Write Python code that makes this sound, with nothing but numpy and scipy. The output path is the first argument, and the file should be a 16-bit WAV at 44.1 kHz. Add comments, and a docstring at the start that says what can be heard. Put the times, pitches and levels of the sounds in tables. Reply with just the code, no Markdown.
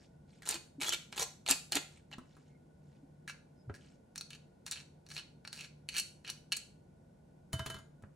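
"""Chopsticks raking mushrooms from a colander

Wooden chopsticks rake mushrooms from a holed steel colander, first level, then tipped over a cutting board.
Their tips skip from hole to hole and click: short random touches set the ringing notes of the steel going.
Wet food rustles in fine grains, squeaks are wavering tones, and soft thumps are low tones that die away.
At the end the colander rattles to rest on a china bowl, in a small kitchen with a humming appliance."""
import sys
import numpy as np
from scipy import signal
from scipy.fft import rfft, irfft, next_fast_len
from scipy.io import wavfile

SR = 44100
rng = np.random.default_rng(int(sys.argv[2]) if len(sys.argv) > 2 else 0)


def int16_out(signal):
    """Quantize to a 16-bit WAV file."""
    q = np.round(np.clip(np.atleast_2d(signal).T, -1, 1) * 32767)
    wavfile.write(sys.argv[1], SR, q.astype(np.int16))


N = 359415
TIME = np.arange(N) / SR


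def from_db(db):
    """Turn decibels into a plain multiplier."""
    return 10 ** (np.asarray(db) / 20)


def rms_one(x):
    """Scale a sound to an average (rms) strength of 1."""
    return x / np.sqrt(np.mean(x ** 2) + 1e-20)


def at_hz(points, hz):
    """Read between the points of a table, with pitch on a logarithmic scale."""
    points = np.array(points)
    return np.interp(np.log(hz + 1), np.log(points[:, 0]), points[:, 1])


def add(track, s, sound):
    """Mix a sound into a track, starting at s seconds."""
    part = track[max(int(s * SR), 0):][:len(sound)]
    part += sound[:len(part)]


def wander(t, per_s):
    """A random value that glides to a new place so many times a second."""
    return np.interp(t * per_s, np.arange(SR), rng.standard_normal(SR))


def coloured(x, colour, size=4096):
    """Shape the spectrum with a filter that never sounds early (minimum phase), at unit power gain."""
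    log_gain = np.log(from_db(at_hz(colour, np.fft.rfftfreq(size, 1 / SR))))
    cepstrum = irfft(log_gain)
    # folding the cepstrum onto its first half makes the filter start at once
    fold = 1 + np.sign(size / 2 - np.arange(size))
    fold[0] = 1
    pulse = irfft(np.exp(rfft(cepstrum * fold)))
    return signal.oaconvolve(x, pulse / np.linalg.norm(pulse))[:N]


def resonance(x, hz, width_hz):
    """One ringing pitch, with gain 1 at its peak; the narrower it is, the longer it rings."""
    r = np.exp(-np.pi * width_hz / SR)
    feed = np.array([1, 0, -1]) * (1 - r * r) / 2
    feedback = [1, -2 * r * np.cos(2 * np.pi * hz / SR), r * r]
    return signal.lfilter(feed, feedback, x + 1e-18)


def ringing(x, modes):
    """A contact plus the object's own notes (modes) that it sets ringing."""
    out = x
    for hz, db, t60 in modes:
        width_hz = np.log(1000) / (np.pi * t60)
        out = out + from_db(db) * resonance(x, hz, width_hz)
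    return out


def brighten(x, treble_db, corner_hz=5000):
    """A harder contact has more treble: raise or lower what lies above the corner."""
    low = signal.sosfiltfilt(signal.butter(2, corner_hz, fs=SR, output="sos"), x)
    return low + from_db(treble_db) * (x - low)


def contact(snap_s, shiver_db, shiver_s, size=2048, count=40):
    """One touch of unit energy: pitches arrive at their own delays, with a shiver of dying noise."""
    bands = np.linspace(0, count - 1, size // 2 + 1)
    delay_s = np.interp(bands, np.arange(count), snap_s * rng.exponential(1, count))
    phase = -2 * np.pi * np.cumsum(delay_s) * SR / size
    snap = irfft(np.exp(1j * phase)) * np.sqrt(np.linspace(1, 0, size))
    shiver = rng.standard_normal(size) * np.exp(-TIME[:size] / shiver_s)
    touch = snap + from_db(shiver_db) * shiver / np.linalg.norm(shiver)
    return touch / np.linalg.norm(touch)


def glint(touch, glint_db=5, low_hz=1400, high_hz=9000, width_hz=330):
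    """Every hole adds a brief ring at its own random pitch; unit energy."""
    hz = low_hz * (high_hz / low_hz) ** rng.random()
    touch = touch + from_db(glint_db) * resonance(touch, hz, width_hz)
    return touch / np.linalg.norm(touch)


def at_spot(touch, hz, db, width_hz):
    """The touched spot of the wall rings briefly at its own pitch."""
    return touch + from_db(db) * resonance(touch, hz, width_hz)


def clicks(rows, snap_s, shiver_db, shiver_s, graze_db=-21, graze_s=0.005, spot_width_hz=880):
    """Single touches, each after a faint graze; rows that name a spot on the steel ring there."""
    out = np.zeros(N)
    for s, db, treble_db, *spot in rows:
        touch = brighten(contact(snap_s, shiver_db, shiver_s), treble_db)
        if spot:
            touch = at_spot(touch, *spot, spot_width_hz)
        graze = contact(snap_s, shiver_db, shiver_s)
        add(out, s - graze_s, from_db(db + graze_db) * graze)
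        add(out, s, from_db(db) * touch)
    return out


# colour of the room's air noise before its sides are shaped: (pitch [Hz], relative level [dB])
AIR = [(15, -36), (25, -23.5), (75, -6.5), (119, -10), (150, -3), (273, -11), (303, -17), (364, -13),
       (404, -24.5), (437, -16), (953, -28.5), (1300, -42.5), (1900, -39.5), (3000, -45), (12000, -47),
       (16200, -84), (22000, -120)]
AIR_DB = -61.5
# the appliance's hum: (pitch [Hz], width of the first of two filters [Hz], level [dB])
DRONE = [(147.74, 5.9, -65.5), (1457, 68, -85.5)]


def room_tone(bass_side_db=-19, treble_side_db=-6):
    """Soft air noise, nearly alike on both sides in the bass, and an appliance's wavering drone."""
    hz = np.fft.rfftfreq(N, 1 / SR)
    mid, side = rfft(rng.standard_normal((2, N))) * from_db(at_hz(AIR, hz))
    side = side * from_db(at_hz([(120, bass_side_db), (700, 3.4), (8000, treble_side_db)], hz))
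    air = rms_one(irfft(mid + side * [[1], [-1]], N))
    drone = np.zeros(N)
    for f, width, db in DRONE:
        # noise through two narrow filters becomes a hum that wavers
        hum = resonance(resonance(rng.standard_normal(N), f, width), f, 2 * width)
        drone += from_db(db) * rms_one(hum)
    return from_db(AIR_DB) * air + drone


# wet mushrooms sliding and parting: (time [s], length [s], level at the top of the swell [dB])
SLIDES = [(-0.06, 0.15, -72), (0.261, 0.17, -72.5), (1.88, 0.14, -68.5), (2.195, 0.36, -76.5),
          (2.802, 0.24, -83), (3.721, 0.26, -70.5)]


def wet_food(grains_per_s=3000, grain_db=3, clumps_per_s=70, clump_db=3.0,
             low_hz=1700, high_hz=8500, width_hz=500, size=12):
    """Moist mushrooms slide over steel: fine grains of many pitches gather in uneven clumps."""
    swell = np.zeros(N)
    for s, length, db in SLIDES:
        swell += from_db(db) * np.sin(np.pi * np.clip((TIME - s) / length, 0, 1))
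    happens = rng.random(N) < grains_per_s / SR
    strength = from_db(grain_db * np.minimum(rng.exponential(1, N), 4))
    grains = rng.standard_normal(N) * happens * strength
    dealt = rng.integers(0, size, N)  # which pitch each grain gets
    rustle = np.zeros(N)
    for k, hz in enumerate(np.linspace(low_hz, high_hz, size)):
        clumps = from_db(clump_db * wander(TIME, clumps_per_s))
        rustle += resonance(grains * clumps * (dealt == k), hz, width_hz) / np.sqrt(hz)
    return swell * rms_one(rustle)


# holes crossed per second in a usual stroke; a stroke louder by DOUBLING_DB is twice as fast
SKIPS_PER_S, USUAL_DB, DOUBLING_DB = 175, -40, 45
RELEASE_DB_PER_S = 1099  # the scrape dies as the tip lifts


def strokes(rows, snap_s, shiver_db, shiver_s, jitter, uneven_db, spot_width_hz, count=26, size=9000):
    """The tip catches in hole after hole, then lifts: uneven touches on a spot whose pitch glides."""
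    out = np.zeros(N)
    for s, length, _, final_db, swell_db, treble_db, spot_hz, spot_db, glide in rows:
        per_s = SKIPS_PER_S * 2 ** ((final_db - USUAL_DB) / DOUBLING_DB)
        train = np.zeros(size)
        strength = np.sqrt(SR / per_s)  # slower touches are each stronger
        for k in range(count):
            touch = glint(contact(snap_s, shiver_db, shiver_s))
            slip, force = rng.uniform(-1, 1, 2)
            t = (k + jitter * slip * (k > 0)) / per_s
            drawn = min(t / length, 1)  # share of the stroke done
            lift_db = RELEASE_DB_PER_S * max(t - length, 0)
            db = final_db - swell_db * (1 - drawn) - lift_db
            touch = at_spot(touch, spot_hz * 2 ** (glide * drawn), spot_db, spot_width_hz)
            add(train, t, from_db(db + uneven_db * force) * strength * touch)
        add(out, s, brighten(train, treble_db))
    return out


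TIPPED_S = 2.7  # the colander is level before this time [s] and tipped after it


def level_and_tipped(rows):
    """Split events into those before and those after the colander is tipped."""
    level = [row for row in rows if row[0] < TIPPED_S]
    tipped = [row for row in rows if row[0] >= TIPPED_S]
    return level, tipped


# a chopstick lands and is drawn over the holes, levels before the mix:
# (time [s], length [s], landing level [dB], final scrape level [dB], rise in level over the stroke [dB],
#  treble [dB], pitch of the spot [Hz], ring of the spot [dB], glide of the spot [octaves])
STROKES = [(0.421, 0.019, -51, -61.5, -2, -1.5, 1900, 11, -0.38),
           (0.455, 0.053, -35, -39.5, 10, 2, 7100, -13, 0.48),
           (0.511, 0.044, -47, -42.5, 0, -6.5, 4380, -1, 0),
           (0.8063, 0.0018, -32, -46, 3, 5, 2260, 2, 0.058),
           (0.814, 0.055, -36, -41, -4.5, -3, 2200, -8, -0.014),
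           (0.855, 0.027, -41, -40, 4.5, 2, 920, 3, 0.36),
           (0.924, 0.011, -19.5, -37.5, 7, 2.5, 3120, 12, -0.33),
           (1.126, 0.023, -20, -51.5, -4, -11.5, 1700, -8, -0.12),
           (1.161, 0.064, -45, -35.5, 12, 1.5, 980, 2, -0.45),
           (1.463, 0.0044, -22.5, -44, 2.5, -2.5, 2870, 9, -0.41),
           (1.487, 0.029, -30.5, -29.5, 1.5, -1, 2710, 3.5, 0.024),
           (1.721, 0.01, -13.5, -35.5, 6, 2.5, 4100, -8, 0.18),
           (1.748, 0.018, -23, -28.5, 6, -2, 2470, -6, 0.27),
           (2.115, 0.0152, -33.5, -43.5, 10.5, -16.5, 2290, 2.5, 0.3),
           (3.277, 0.023, -37, -47.5, 0, 3, 1820, 13, 0.42),
           (3.741, 0.015, -44, -57.5, 3, 3, 1610, 10, 0.083),
           (4.305, 0.05, -31, -56, 7, 1, 2950, 6.5, 0.016),
           (4.664, 0.012, -23.5, -48.5, 5.5, 2.5, 1750, -4.5, -0.043),
           (4.718, 0.012, -29.5, -41, 0.5, 0.5, 3920, 7.5, -0.097),
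           (4.758, 0.053, -33, -55, -11, -7, 2410, 2.5, 0.077),
           (5.088, 0.062, -47, -52.5, 5.5, 5, 4350, -12.5, -0.042),
           (5.158, 0.032, -38, -42, 3, -6, 3130, 8, -0.048),
           (5.529, 0.063, -24.5, -54, -3.5, 2.5, 4600, -9.5, 0.091),
           (5.575, 0.08, -46, -52.5, -2.5, -2, 2800, 4, -0.24),
           (5.888, 0.038, -25, -63.5, -2.5, 6.5, 2590, 10, 0),
           (5.923, 0.041, -49.5, -41, 10.5, 1, 2270, 12, 0.25),
           (5.966, 0.016, -25.5, -35.5, 9, 10.5, 3000, 10, -0.13),
           (6.247, 0.045, -30, -39, 17.5, -10, 2720, 5.5, 0.11),
           (6.52, 0.001, -22.5, -35.5, 0, -1, 2750, 14.5, -0.037)]
# the tip snaps free or clicks on the steel, levels before the mix:
# (time [s], level [dB], treble [dB], pitch of the spot [Hz], ring of the spot [dB])
TAPS = [(0.475, -37, -2, 6400, 4), (.484, -37, 19, 7700, -3), (0.4895, -20, 10.5, 8950, 7.5),
        (0.5096, -25, 13.5, 4400, -3), (0.543, -28.5, 10.5, 1700, -2), (.554, -22.5, -9, 2820, 1),
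        (0.801, -35, -3, 2400, 3), (0.845, -26.5, 2, 2300, 10), (.878, -31, 6, 3420, 4),
        (0.8922, -18.5, 10, 6110, -1), (.904, -28, 1, 3050, 13), (.934, -23.5, 9, 3700, 11.5),
        (.945, -36, 12.5, 3300, 23), (1.178, -18.5, -5, 3480, 7.5), (1.196, -21, 6, 6240, 0),
        (1.212, -28.5, 12, 6200, 4), (1.229, -22.5, 9, 5870, 4.5), (1.477, -24, 4, 4330, 11),
        (1.494, -25, 13, 9000, 10), (1.503, -18, 12, 8600, -1), (1.5099, -10.5, 12.5, 7300, -13),
        (1.728, -18, -1, 3000, 7), (1.7541, -17.5, 10, 6940, -1), (1.769, -11, -5, 2860, 5.5),
        (3.296, -29.5, -4.5, 1500, 15), (4.158, -25, 1, 1640, -5), (4.178, -26.5, 5.5, 5630, 5.5),
        (4.2099, -25.5, 4, 4060, 0.5), (4.331, -34.5, -2.5, 2800, 13), (4.352, -42, -10, 1800, 7),
        (4.678, -28, -4.5, 1740, -6), (4.7116, -30.5, 16.5, 7600, -0.5), (4.722, -29, 10, 1870, 1),
        (5.064, -38.5, -2, 5700, -7), (5.103, -32.5, -4, 3000, 2.5), (5.114, -23.5, -14.5, 4500, -21.5),
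        (5.165, -24, -2.5, 3020, 4.5), (5.178, -23, -8, 4370, 4.5), (5.45, -29.5, -9.5, 1290, 11.5),
        (5.475, -24, -5, 4780, -3.5), (5.608, -27.5, 1.5, 2700, 8), (5.646, -36, -4.5, 2380, 13),
        (5.982, -33, 3, 3950, -7), (5.998, -27, 16.5, 11000, 2), (6.277, -29.5, 2, 3760, -4),
        (6.292, -20.5, -13.5, 4300, -13), (6.3, -24, 10, 1400, -23), (6.5242, -21, 10.5, 4500, 4),
        (6.565, -34, 14.5, 7700, 3), (6.569, -28.5, 14, 7750, -11.5)]
# broad colour of raking in the level colander: (pitch [Hz], relative level [dB])
RAKE_COLOUR = [(130, -9.5), (270, -6), (400, -4.5), (560, -1), (780, -3.5), (1200, -4), (1700, -5),
               (2700, -4.5), (4300, 1), (5000, -4), (7200, -0.5), (10000, -6.5), (12000, 1.5), (16000, -19)]
# broad colour of contacts on the bare wall: (pitch [Hz], relative level [dB])
WALL_COLOUR = [(300, -12.5), (1050, -9.5), (1400, -4), (1720, -1), (2000, -5), (2750, 0), (3400, -6.5),
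               (4400, 7), (5050, -6), (5700, 3), (6500, -1.5), (7500, -4), (11000, -3.5), (16000, -9.5)]
# ringing notes of the steel colander: (pitch [Hz], level over the contact [dB], time to fall 60 dB [s])
COLANDER = [(266, 4.5, 0.34), (337.2, 10, 0.27), (820, 1, 0.035), (1400, 2.5, 0.13), (1700, -1, 0.026),
            (2073, 0.5, 0.25), (2290, -4, 0.056), (2474, 0.5, 0.14), (2810, -2, 0.18), (2977, -4.5, 0.14),
            (2945, -4, 0.1185), (3822, -0.5, 0.11), (3970, -4.5, 0.16), (4360, -3, 0.11),
            (4520, -3.5, 0.13), (7164, -2, 0.14), (7630, -2.5, 0.086), (8030, -4.5, 0.052)]


def chopsticks():
    """Wood lands, scrapes and clicks on steel; each contact sets the whole colander ringing."""
    landings = [(s, db, treble_db, hz, spot_db) for s, _, db, _, _, treble_db, hz, spot_db, _ in STROKES]
    level_strokes, tipped_strokes = level_and_tipped(STROKES)
    level_taps, tipped_taps = level_and_tipped(landings + TAPS)
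    raking = strokes(level_strokes, snap_s=0.0012, shiver_db=4.0, shiver_s=0.005,
                     jitter=0.31, uneven_db=6.0, spot_width_hz=250)
    scraping = strokes(tipped_strokes, snap_s=0.001092, shiver_db=-0.5, shiver_s=0.0092,
                       jitter=0.27, uneven_db=-3.5, spot_width_hz=450)
    rake_taps = clicks(level_taps, snap_s=0.0012, shiver_db=3.0, shiver_s=0.0027)
    wall_taps = clicks(tipped_taps, snap_s=0.0014, shiver_db=-2.5, shiver_s=0.0048)
    rake = from_db(-2.5) * raking + from_db(3.0) * rake_taps
    wall = from_db(-5.5) * scraping + from_db(3.5) * wall_taps
    return ringing(coloured(rake, RAKE_COLOUR) + coloured(wall, WALL_COLOUR), COLANDER)


# soft thumps of hand, board and bowl: (time [s], peak of the swell [dB], pitch [Hz])
THUMPS = [(0.542, -50.5, 328), (0.782, -41.5, 275), (1.214, -43, 460), (1.501, -37, 270),
          (1.754, -35.5, 286), (2.18, -48, 247.6), (3.027, -52, 276), (3.677, -38.5, 123.4),
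          (3.701, -39.5, 94.6), (7.533, -48.5, 304), (7.598, -66, 194), (7.665, -56, 368),
          (8.03, -45, 93.2)]
# the counter booms under each bounce on the bowl: (pitch [Hz], level at the first bounce [dB])
COUNTER = [(121.4, -31.5), (88.5, -32.5)]
THUMP_RISE_S, BOOM_LAG_S, SETTLE_DB_PER_S = 0.0087, 0.0075, 99


def thumps(size=12000):
    """Soft pushes swell and die away; the counter's booms weaken as the colander settles."""
    booms = []
    for s, *_ in BOUNCES:
        for hz, db in COUNTER:
            settled_db = SETTLE_DB_PER_S * (s - BOUNCES[0][0])
            booms.append((s + BOOM_LAG_S, db - settled_db, hz))
    out, t = np.zeros(N), TIME[:size]
    swell = (t / THUMP_RISE_S) * np.exp(1 - t / THUMP_RISE_S)
    for s, db, hz in THUMPS + booms:
        add(out, s, from_db(db) * swell * np.sin(2 * np.pi * hz * t))
    return out


# brief squeaks of wet wood and fingers on the steel: (time [s], length [s], level [dB], pitch [Hz])
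SQUEAKS = [(.803, 0.027, -49, 2253), (0.856, .038, -42.5, 3356), (0.915, 0.02, -42.5, 3020),
           (2.482, 0.1, -84, 2140), (3.551, 0.082, -83, 5070)]


def squeaks(waver_octaves=0.02, waver_per_s=400, rasp=0.84):
    """A sticking surface sings one rough, wavering tone that swells and fades."""
    out = np.zeros(N)
    for s, length, db, hz in SQUEAKS:
        t = TIME[:int(length * SR)]
        pitch_hz = hz * 2 ** (waver_octaves * wander(t, waver_per_s))
        tone = np.sin(2 * np.pi * np.cumsum(pitch_hz) / SR)
        roughness = 1 + rasp * wander(t, waver_per_s)
        add(out, s, from_db(db) * rms_one(tone * roughness * np.sin(np.pi * t / length)))
    return out


# dull knocks of the chopsticks on food and board: (time [s], level before the mix [dB], treble [dB])
KNOCKS = [(2.183, -36.5, 17.5), (2.367, -47, 19), (3.697, -30, -12), (8.024, -59, 31), (8.037, -40.5, -7)]
# broad colour of the knocks: (pitch [Hz], relative level [dB])
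KNOCK_COLOUR = [(150, 22), (650, 14), (900, 8), (1400, 13), (2500, -4.5), (5000, -21.5), (16000, -24)]


def knocks():
    """Wood meets food and board: short touches, coloured dark."""
    touches = clicks(KNOCKS, snap_s=0.00095, shiver_db=1.5, shiver_s=0.0088)
    return coloured(from_db(14.5) * touches, KNOCK_COLOUR)


# the colander bounces on the bowl, levels before the mix:
# (time [s], clatter level [dB], clatter treble [dB], ring of the china [dB], ring of the rim [dB])
BOUNCES = [(7.53, -35, 4, -10, 1), (7.593, -34.5, -7, -10.5, -4), (7.661, -33, -3, -18.5, -3),
           (7.7, -37, -1.5, -12.5, -8), (7.743, -40, -8, -26.5, -5.5), (7.765, -46.5, -12, -25, -13),
           (7.787, -50, -6, -27, -1.5)]
# broad colour of the clatter and the china: (pitch [Hz], relative level [dB])
BOUNCE_COLOUR = [(150, 6.5), (330, 2.5), (620, -3), (800, -5.5), (1050, 2.5), (1450, 3.5), (2300, -7),
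                 (3100, -6), (4300, -3), (5200, -8), (6700, -4), (8500, -9), (11000, -0.5), (16000, -8.5)]
# notes of the bowl with the colander on it: (pitch [Hz], level over the blow [dB], time to fall 60 dB [s])
BOWL = [(656, 18, 0.22), (915, 5.5, 0.1), (1394, 9, 0.37), (1614, 11, 0.3), (2094, 10, 0.22),
        (3026, 23.5, 0.23), (3700, 8, 0.23)]
# the steel rim's close, beating pair and a higher note:
# (pitch [Hz], level over the blow [dB], time to fall 60 dB [s])
RIM = [(6900, -5.5, 0.25), (6740, -10, 0.28), (8900, -19, .22)]


def bowl(clatter_db=22.0, uneven_db=3.0):
    """Each bounce clatters, and a clean blow rings the steel rim and, unevenly, the notes of the china."""
    touches = clicks([row[:3] for row in BOUNCES], snap_s=0.003, shiver_db=-1, shiver_s=0.014)
    china_blows, rim_blows = np.zeros((len(BOWL), N)), np.zeros(N)
    for s, _, _, china_db, rim_db in BOUNCES:
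        uneven = uneven_db * rng.uniform(-0.9, 1, len(BOWL))
        china_blows[:, int(s * SR)] = from_db(china_db + uneven)
        add(rim_blows, s, from_db([rim_db]))
    # keep only the rings, not the bare blows
    china = sum(ringing(blows, [mode]) - blows for blows, mode in zip(china_blows, BOWL))
    rim = ringing(rim_blows, RIM) - rim_blows
    return coloured(from_db(clatter_db) * touches + china, BOUNCE_COLOUR) + rim


def kitchen(x, room_db=-10, t60=0.35, early_db=-10, early_t60=0.041,
            side_db=-3, side_hz=9000, wall_hz=10000, size=22050):
    """Quick reflections off the counter, then the room's tail, both with little top treble."""
    t, out = TIME[:size], np.array([x, x])
    side_filter = signal.butter(3, side_hz, fs=SR, output="sos")
    wall_filter = signal.butter(2, wall_hz, fs=SR)
    for db, decay_s in ((early_db, early_t60), (room_db, t60)):
        fade = from_db(-60 * t / decay_s) * (t > 0.002)
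        mid, side = rng.standard_normal((2, size)) * fade
        side = signal.sosfilt(side_filter, side)
        echo = signal.lfilter(*wall_filter, mid + from_db(side_db) * side * [[1], [-1]])
        echo = echo * np.sqrt(2) / np.linalg.norm(echo)
        out = out + from_db(db) * signal.oaconvolve(x[None], echo, axes=1)[:, :N]
    return out


def scene():
    """Chopsticks, food, knocks and bowl echo in the kitchen; thumps and room tone join without echo."""
    echoing = wet_food() + chopsticks() + squeaks() + knocks() + bowl()
    return room_tone() + kitchen(echoing) + thumps()


# the pair of close microphones: (pitch [Hz], phase by which left leads [radians])
PORT_PHASE = [(4000, 0), (4900, -1.2), (5300, .3), (7300, -.1), (10000, -1.5), (12000, -2.6), (13500, -3.2),
              (16000, -3.7)]


def record(dry):
    """Two close microphones differ in phase in the treble; the very top is cut."""
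    size = next_fast_len(N + 4096)
    phase = at_hz(PORT_PHASE, np.fft.rfftfreq(size, 1 / SR))
    turn = np.exp(0.5j * phase * [[1], [-1]])  # half the lead on each side
    pair = irfft(rfft(dry, size) * turn, size)[:, :N]
    top_cut = signal.cheby2(14, 70, 17300, fs=SR, output="sos")  # 70 dB down from 17300 Hz up
    return signal.sosfilt(top_cut, pair)


dry = scene()
out = record(dry)
int16_out(out)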